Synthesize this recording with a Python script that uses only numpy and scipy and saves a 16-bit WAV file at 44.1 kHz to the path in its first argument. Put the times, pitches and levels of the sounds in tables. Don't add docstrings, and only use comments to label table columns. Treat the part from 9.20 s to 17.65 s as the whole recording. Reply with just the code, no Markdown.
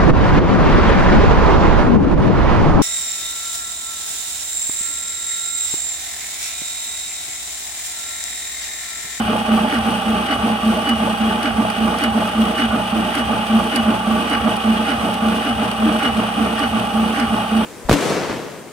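import sys
import numpy as np
from scipy import signal
from scipy.fft import rfft, irfft, next_fast_len
from scipy.io import wavfile
from scipy.ndimage import map_coordinates

SR = 44100
rng = np.random.default_rng(int(sys.argv[2]) if len(sys.argv) > 2 else 0)


def field_ratio(decibels):
    return 10 ** (np.asarray(decibels, dtype=float) / 20)


def generate_wav(signal):
    frames = np.transpose(np.atleast_2d(signal))
    scaled = np.clip(frames, -1, 1) * 32767
    pcm = np.round(scaled).astype(np.int16)
    wavfile.write(sys.argv[1], SR, pcm)


N = 372644
T = np.arange(N) / SR
CRANK_HZ = 1.7437
ANGLE = T * CRANK_HZ % 1

# short_throb_db, long_throb_db, after_throb_db, turnover_throb_db, puff_db
STROKES = [(-0.5, 0.5, 1.5, 2, -25), (-2, -2, -7, 0, -25), (-1.5, 0.5, -5, -9, -25.5),
           (-0.5, 1, -2, 7.5, -24.5), (-1, 1.5, -3, -1, -25), (0.5, 0.5, -3.5, 5.5, -24.5),
           (0, -1, -6, 4.5, -25), (-1.5, 2, -0.5, 0, -25.5), (0.5, 1, -2.5, 6, -23),
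           (-1.5, 0.5, 2.5, -8, -26), (-3.5, -1, -1.5, -4.5, -29), (-3, 1.5, 4, -6, -24.5),
           (-0.5, -5, 0, -2, -26.5), (-1.5, 1, -1, -4, -23.5), (-2, 2.5, -1, 4, -24)]


def unit(x):
    return x / np.sqrt(np.mean(x ** 2) + 1e-20)


def along(points, hz):
    f, v = np.transpose(points)
    return np.interp(np.log(hz + 1), np.log(f + 1), v)


def wobble(rate):
    coarse = T[::32]
    knots = rng.standard_normal(2000)
    return np.interp(T, coarse, map_coordinates(knots, [coarse * min(rate, 200)]))


def from_angle(centre):
    return (ANGLE - centre + .5) % 1 - .5


def swell(centre, rise, fall):
    d = from_angle(centre)
    return np.exp(-(d / np.where(d < 0, rise, fall)) ** 2)


def per_turn(values, centre):
    turn = np.round(T * CRANK_HZ - centre).astype(int)
    return np.asarray(values)[np.clip(turn, 0, len(values) - 1)]


def throbs(swells, rest_db, more_db=()):
    gain = field_ratio(rest_db)
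    for centre, rise, fall, db in swells[len(more_db):]:
        gain = gain + field_ratio(db) * swell(centre, rise, fall)
    for (centre, rise, fall, db), more in zip(swells, more_db):
        gain = gain + field_ratio(db + per_turn(more, centre)) * swell(centre, rise, fall)
    return gain


def filtered(x, response):
    m = next_fast_len(N + 8192)
    return irfft(rfft(x, m) * response(np.fft.rfftfreq(m, 1 / SR)), m)[..., :N]


def spread(pair):
    # frequency_hz, likeness (0-1)
    alike = [(60, .98), (125, .8), (200, .99), (420, .95), (520, .8), (630, .9), (740, .45), (840, .88),
             (1020, .4), (1250, .72), (1800, .5), (2400, .4), (2930, .8), (4000, .4), (15000, .35)]

    def mid_and_side(hz):
        half_angle = np.arccos(np.clip(along(alike, hz), -1, 1)) / 2
        return np.array([np.cos(half_angle), np.sin(half_angle)])

    mid, side = filtered(pair, mid_and_side)
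    return np.array([mid + side, mid - side])


def rush(spectrum, modes, grain_db, repeats=((100, 0),)):
    fresh, once = rng.standard_normal((2, 2, N)) * field_ratio(grain_db * wobble(150))
    again = once[:, (ANGLE * SR / CRANK_HZ).astype(int)]
    noise = filtered(fresh, lambda f: np.sqrt(1 - along(repeats, f)))
    noise += filtered(again, lambda f: np.sqrt(along(repeats, f)))

    def resonant(f):
        power = 1 + sum(field_ratio(db) ** 2 / (1 + (2 * (f - c) / w) ** 2) for c, w, db in modes)
        return field_ratio(along(spectrum, f)) * np.sqrt(power)

    return unit(spread(filtered(noise, resonant)))


def tones(lines, bend, flutter_db):
    pair = np.zeros((2, N))
    for hz, db, blur_hz in lines:
        for port, stray_hz in zip(pair, (0, 6)):
            slip = np.cumsum(hz * bend + (blur_hz + stray_hz) * wobble(25)) / SR
            phase = 2 * np.pi * (hz * T + slip + rng.random())
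            port += field_ratio(db + flutter_db * wobble(30)) * np.sin(phase)
    return unit(spread(pair))


def geared(lines):
    return [(round(hz / CRANK_HZ) * CRANK_HZ, db, blur_hz) for hz, db, blur_hz in lines]


def tooth_blows():
    teeth = 17
    tooth = teeth * ANGLE - .4
    uneven = np.interp(tooth, np.arange(teeth), rng.standard_normal(teeth), period=teeth)
    return np.cos(2 * np.pi * tooth) + 1.5 * uneven


def tooth_drone():
    # frequency_hz, level_db, blur_hz
    thump_lines = [(64.52, 0, .02), (161, -9.5, 0.1)]
    drone_lines = [(221.45, 0, 0.1), (230.17, -17, 0.1)]
    # angle_turns, rise_turns, fall_turns, level_db
    thump_swells = [(.06, 0.082, .1, -35.5), (.25, .08, .15, -44), (.66, 0.19, 0.19, -38)]
    drone_swells = [(0.175, 0.038, 0.027, -15), (0.593, 0.069, 0.068, -15.5), (0.752, 0.061, 0.07, -21),
                    (0.02, 0.051, 0.046, -24), (0.508, 0.01, 0.029, -19), (0.3, 0.072, 0.095, -25)]
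    mesh_swells = [(0.29, 0.18, 0.15, -30.5), (0.707, 0.082, 0.036, -25.5), (0.786, 0.052, 0.094, -36.5),
                   (0.5, .03, 0.047, -39)]
    *more_drone_db, _ = np.transpose(STROKES)
    drone = throbs(drone_swells, -34, more_drone_db)
    bend = 0.0048 * drone / drone.max() + 0.057 * swell(0.98, 0.047, 0.047)
    low = throbs(thump_swells, -48.5) * tones(thump_lines, 0, flutter_db=1.6)
    low += drone * tones(drone_lines, bend - bend.mean(), flutter_db=1.8)
    low += throbs(mesh_swells, -54.5) * tones([(189.3, 0, 0.1)], 0, flutter_db=-0.5)
    return low


def cover(gear_load, tooth_db):
    # frequency_hz, level_db, blur_hz
    lower_lines = [(782, -0.73, 4.6), (806.6, -0.19, 3.74)]
    upper_lines = [(835, -3.5, 3.82), (866, -6, 5.06), (1009, -14.5, 10.5)]
    climb_db = 5 * (swell(0.79, 0.12, 0.03) + swell(.3, .1, .05)
                    - swell(0.53, 0.06, 0.07) - .6 * swell(.05, .1, .08))
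    arch = .012 * (swell(0.811, .25, 0.0415) + swell(0.268, 0.1178, 0.0503))
    gain = field_ratio(-31 + 0.75 * tooth_db) * (gear_load / field_ratio(-20.5)) ** 0.077
    lower = gain * field_ratio(-climb_db) * tones(lower_lines, arch, flutter_db=2.0)
    return lower + gain * field_ratio(climb_db) * tones(upper_lines, arch, flutter_db=2.0)


def slack_knock():
    # frequency_hz, level_db (per Hz)
    knock_spectrum = [(350, -34), (520, -3), (650, 1), (900, -9), (1400, -30), (3000, -80)]
    knock = rush(knock_spectrum, [], grain_db=-1.5, repeats=[(100, 0.36)])
    return field_ratio(-20.5) * swell(0.271, .008, 0.018) * knock


def casing_rattle(tooth_db):
    # frequency_hz, level_db (per Hz)
    rattle_spectrum = [(35, -32), (60, -29), (147, -21), (226, -5), (303, -15), (382, -15.5), (467, -12.5),
                       (537, -18), (627, -6.5), (720, -10.5), (815, -7), (965, -20.5), (1160, -14.5),
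                       (1710, -22.5), (2400, -25.5), (3120, -52), (5280, -120)]
    # frequency_hz, width_hz, level_db (over the noise)
    casing_modes = [(1156, 71, 8.5), (1464, 12.5, 8.5), (1280, 130, 2)]
    # frequency_hz, share (0-1)
    rattle_repeats = [(150, .7), (350, .55), (500, .3), (750, .1), (1300, .08), (1800, 0)]
    # angle_turns, rise_turns, fall_turns, level_db
    rattle_swells = [(.2, 0.083, 0.14, -31.5), (.55, 0.064, 0.06, -30), (.7, 0.086, 0.1, -29),
                     (.95, .1, 0.11, -31)]
    load = (throbs(rattle_swells, -30) / field_ratio(-28.5)) ** 1.25
    gain = load * field_ratio(-27.0 + tooth_db + 0.58 * wobble(18))
    return gain * rush(rattle_spectrum, casing_modes, grain_db=1.5, repeats=rattle_repeats)


def gears():
    # frequency_hz, level_db, blur_hz
    gear_lines = [(248.2, 0.5, 0.56), (285.4, -6, 0.61), (318.5, -19, 0.47), (343, -6, 0.33),
                  (438.4, -9, 1.1), (471, -5, 1.35), (608, -9, 3.1), (621.5, -5.5, 2.8),
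                  (647.5, -9.5, 3.88), (722, -7.5, 7.8)]
    # angle_turns, rise_turns, fall_turns, level_db
    gear_swells = [(.22, 0.069, 0.11, -24.5), (.6, 0.1, 0.14, -24.5), (.8, 0.078, 0.079, -24),
                   (.97, 0.04, 0.049, -26.5)]
    gear_load = throbs(gear_swells, -35.5)
    tooth_db = tooth_blows()
    high = field_ratio(-30.5) * (gear_load / field_ratio(-25.5)) ** 1.1 * tones(geared(gear_lines), 0, flutter_db=1.85)
    high += cover(gear_load, tooth_db) + slack_knock() + casing_rattle(tooth_db)
    return tooth_drone() + field_ratio(.45 * wobble(10)) * high


def motor():
    # angle_turns, rise_turns, fall_turns, level_db
    hum_swells = [(.08, .08, 0.054, -38), (.27, 0.08, 0.089, -36), (.6, .1, .2, -52.5)]
    sag = 0.031 * swell(0.21, 0.22, .15)
    return throbs(hum_swells, -44.5) * tones([(120, 0, 0.2)], sag.mean() - sag, flutter_db=1.7)


def air():
    # frequency_hz, level_db (per Hz)
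    hiss_spectrum = [(940, -15), (1600, -4.5), (1690, -14), (1830, -4.5), (2170, -14), (2680, -3.5),
                     (2930, -3.5), (4010, -15.5), (6000, -20.5), (7000, -25.5), (9240, -20.5), (9980, -20),
                     (15100, -31.5), (15800, -31)]
    # frequency_hz, width_hz, level_db (over the noise)
    head_modes = [(2490, 31, 2.6), (2890, 49, 5.1), (3500, 20, 2.6), (3696, 63, 2.6), (3254, 120, 1.7),
                  (8470, 230, 5.7), (9040, 74, 13), (9340, 68, 3.3)]
    load = swell(0.22, 0.12, 0.18) + swell(0.64, 0.16, 0.32) + swell(0.96, 0.088, 0.028)
    hiss = rush(hiss_spectrum, head_modes, grain_db=1.0)
    fizz = filtered(hiss, lambda f: 1 / (1 + (3900 / (f + 1)) ** 8))
    fizz_db = 1.07 + 0.48 * wobble(8) + 3.14 * load + 0.59 * wobble(30) + 0.27 * wobble(70)
    hiss = field_ratio(-29.5 + 2.4 * load + 0.93 * wobble(14)) * (hiss - fizz) + field_ratio(-33.0 + fizz_db) * fizz
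    sing_db = -43 + 15 * swell(0.98, 0.11, 0.07) + 2.5 * wobble(6.5)
    sing = field_ratio(sing_db) * tones([(2935, 0, 8)], 0, flutter_db=1.5)
    reed_spectrum = [(12000, -40), (13800, -8), (14600, 0), (15600, -6), (17000, -40)]
    reed = field_ratio(-51) * swell(0.59, .04, .06) * rush(reed_spectrum, [], grain_db=0.0)
    return hiss + sing + reed


def bearings():
    # angle_turns, length_turns, level_db, pitch_hz
    jolts = [
        (.088, .03, -28, 78),
        (.215, .016, -23, 282),
    ]
    shudder = field_ratio(-41) * (.3 + swell(.6, .1, .14)) * tones([(90.67, 0, .05)], 0, flutter_db=.8)
    out = shudder
    for centre, length, db, hz in jolts:
        ring = np.cos(2 * np.pi * hz * from_angle(centre) / CRANK_HZ)
        out = out + field_ratio(db + 0.9 * wobble(2.83)) * swell(centre, length, length) * ring
    return out


def valve_clicks():
    # start_s, peak_db, low_part_db
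    click_events = [(0.543, -31, -6), (1.063, -30, -6), (1.692, -20.5, 2), (2.2308, -24, -4),
                    (2.501, -25.5, 9), (2.7861, -25, -6), (2.838, -19, 0.5), (3.074, -29, -6),
                    (3.3777, -31, -6), (3.952, -23, -6), (4.5037, -37, -6), (4.56, -16, -9),
                    (5.0779, -48.5, -6), (5.0983, -26, -6), (5.133, -28, -6), (5.3667, -27, -6),
                    (5.7049, -30, -6), (5.941, -27, 1), (6.5145, -26, 9), (7.3935, -25, -6),
                    (7.9992, -24, -4)]
    bright, dull = np.zeros((2, 2, N + SR))
    t = np.arange(2000) / SR
    decay = field_ratio(-60 * t / 0.022) + 0.36 * field_ratio(-60 * t / 0.044)
    for start_s, db, low_db in click_events:
        burst = decay * rng.standard_normal((2, len(t)))
        span = slice(round(start_s * SR), round(start_s * SR) + len(t))
        bright[:, span] += field_ratio(db - 2) * burst
        dull[:, span] += field_ratio(db + low_db) * burst
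    steel = [(2500, -30), (4500, 8), (7000, -7.0), (9500, 8), (12000, -7), (16000, -14)]
    body = [(300, -42), (1000, 4), (3000, 7), (5000, -40)]
    clicks = filtered(bright[:, :N], lambda f: field_ratio(along(steel, f)))
    return clicks + filtered(dull[:, :N], lambda f: field_ratio(along(body, f)))


def valve():
    # frequency_hz, level_db (per Hz)
    puff_spectrum = [(900, -33), (1300, 1), (1500, 3), (2000, 9), (3000, -7), (5000, -9), (9000, -40),
                     (16000, -48)]
    puff_gain = field_ratio(per_turn(np.transpose(STROKES)[-1], .93)) * swell(0.943, .09, 0.086)
    puff = puff_gain * rush(puff_spectrum, [(1428, 180, 10.7)], grain_db=4.0)
    since = (ANGLE - .9) % 1 / CRANK_HZ
    thud_phase = 2 * np.pi * (240 * since - 2.4 * np.exp(-since / 0.022))
    thud = field_ratio(-17) * swell(.925, .014, 0.035) * np.sin(thud_phase)
    return puff + thud + valve_clicks()


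def panel():
    # centre_s, level_db, pitch_hz
    buzzes = [
        (2.4, -25, 290),
        (3.791, -22, 310),
        (6.68, -24, 291),
        (7.211, -19.5, 285),
    ]
    out = 0
    for centre_s, db, hz in buzzes:
        envelope = np.exp(-((T - centre_s) / 0.033) ** 2)
        out = out + field_ratio(db) * envelope * tones([(hz, 0, 9)], 0, flutter_db=6.5)
    return out


def scene():
    return gears() + motor() + air() + bearings() + valve() + panel()


def roll_off(x):
    return signal.sosfilt(signal.butter(12, 16550, fs=SR, output="sos"), x)


def record(dry):
    # frequency_hz, level_db
    lean = [(60, -1.2), (110, 0), (200, -1.6), (380, -2.5), (700, -1.5), (1290, -5), (2380, 2.5),
            (4400, -1), (8120, 1.7), (15000, 0)]
    # frequency_hz, lead_rad
    port_lead = [(60, .2), (125, -.4), (200, .2), (560, .3), (900, 1.2), (1080, 1.5), (1300, -.6),
                 (1470, 0), (1720, -2.4), (2050, -2.9), (2430, -6.5), (2690, -8.5), (2930, -6.9),
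                 (3200, -6.3)]
    steps = rng.standard_normal((3, 200))
    knots_hz = 3200 + 70 * np.arange(200)
    scramble = .9 * (np.cumsum(steps[0]) - steps[0, 0])

    def port_response(f):
        lead = along(port_lead, f) + np.interp(f, knots_hz, scramble)
        ripple_db = 1.8 * np.array([np.interp(f, knots_hz, r, left=0) for r in steps[1:]])
        band = (f < 15830) / np.sqrt(1 + (50 / (f + 1)) ** 7)
        colour = band * field_ratio(np.outer([.5, -.5], along(lean, f)) + ripple_db)
        return colour * np.exp(np.outer([-.5j, .5j], lead))

    return roll_off(filtered(dry, port_response))


dry = scene()
out = record(dry)
generate_wav(out)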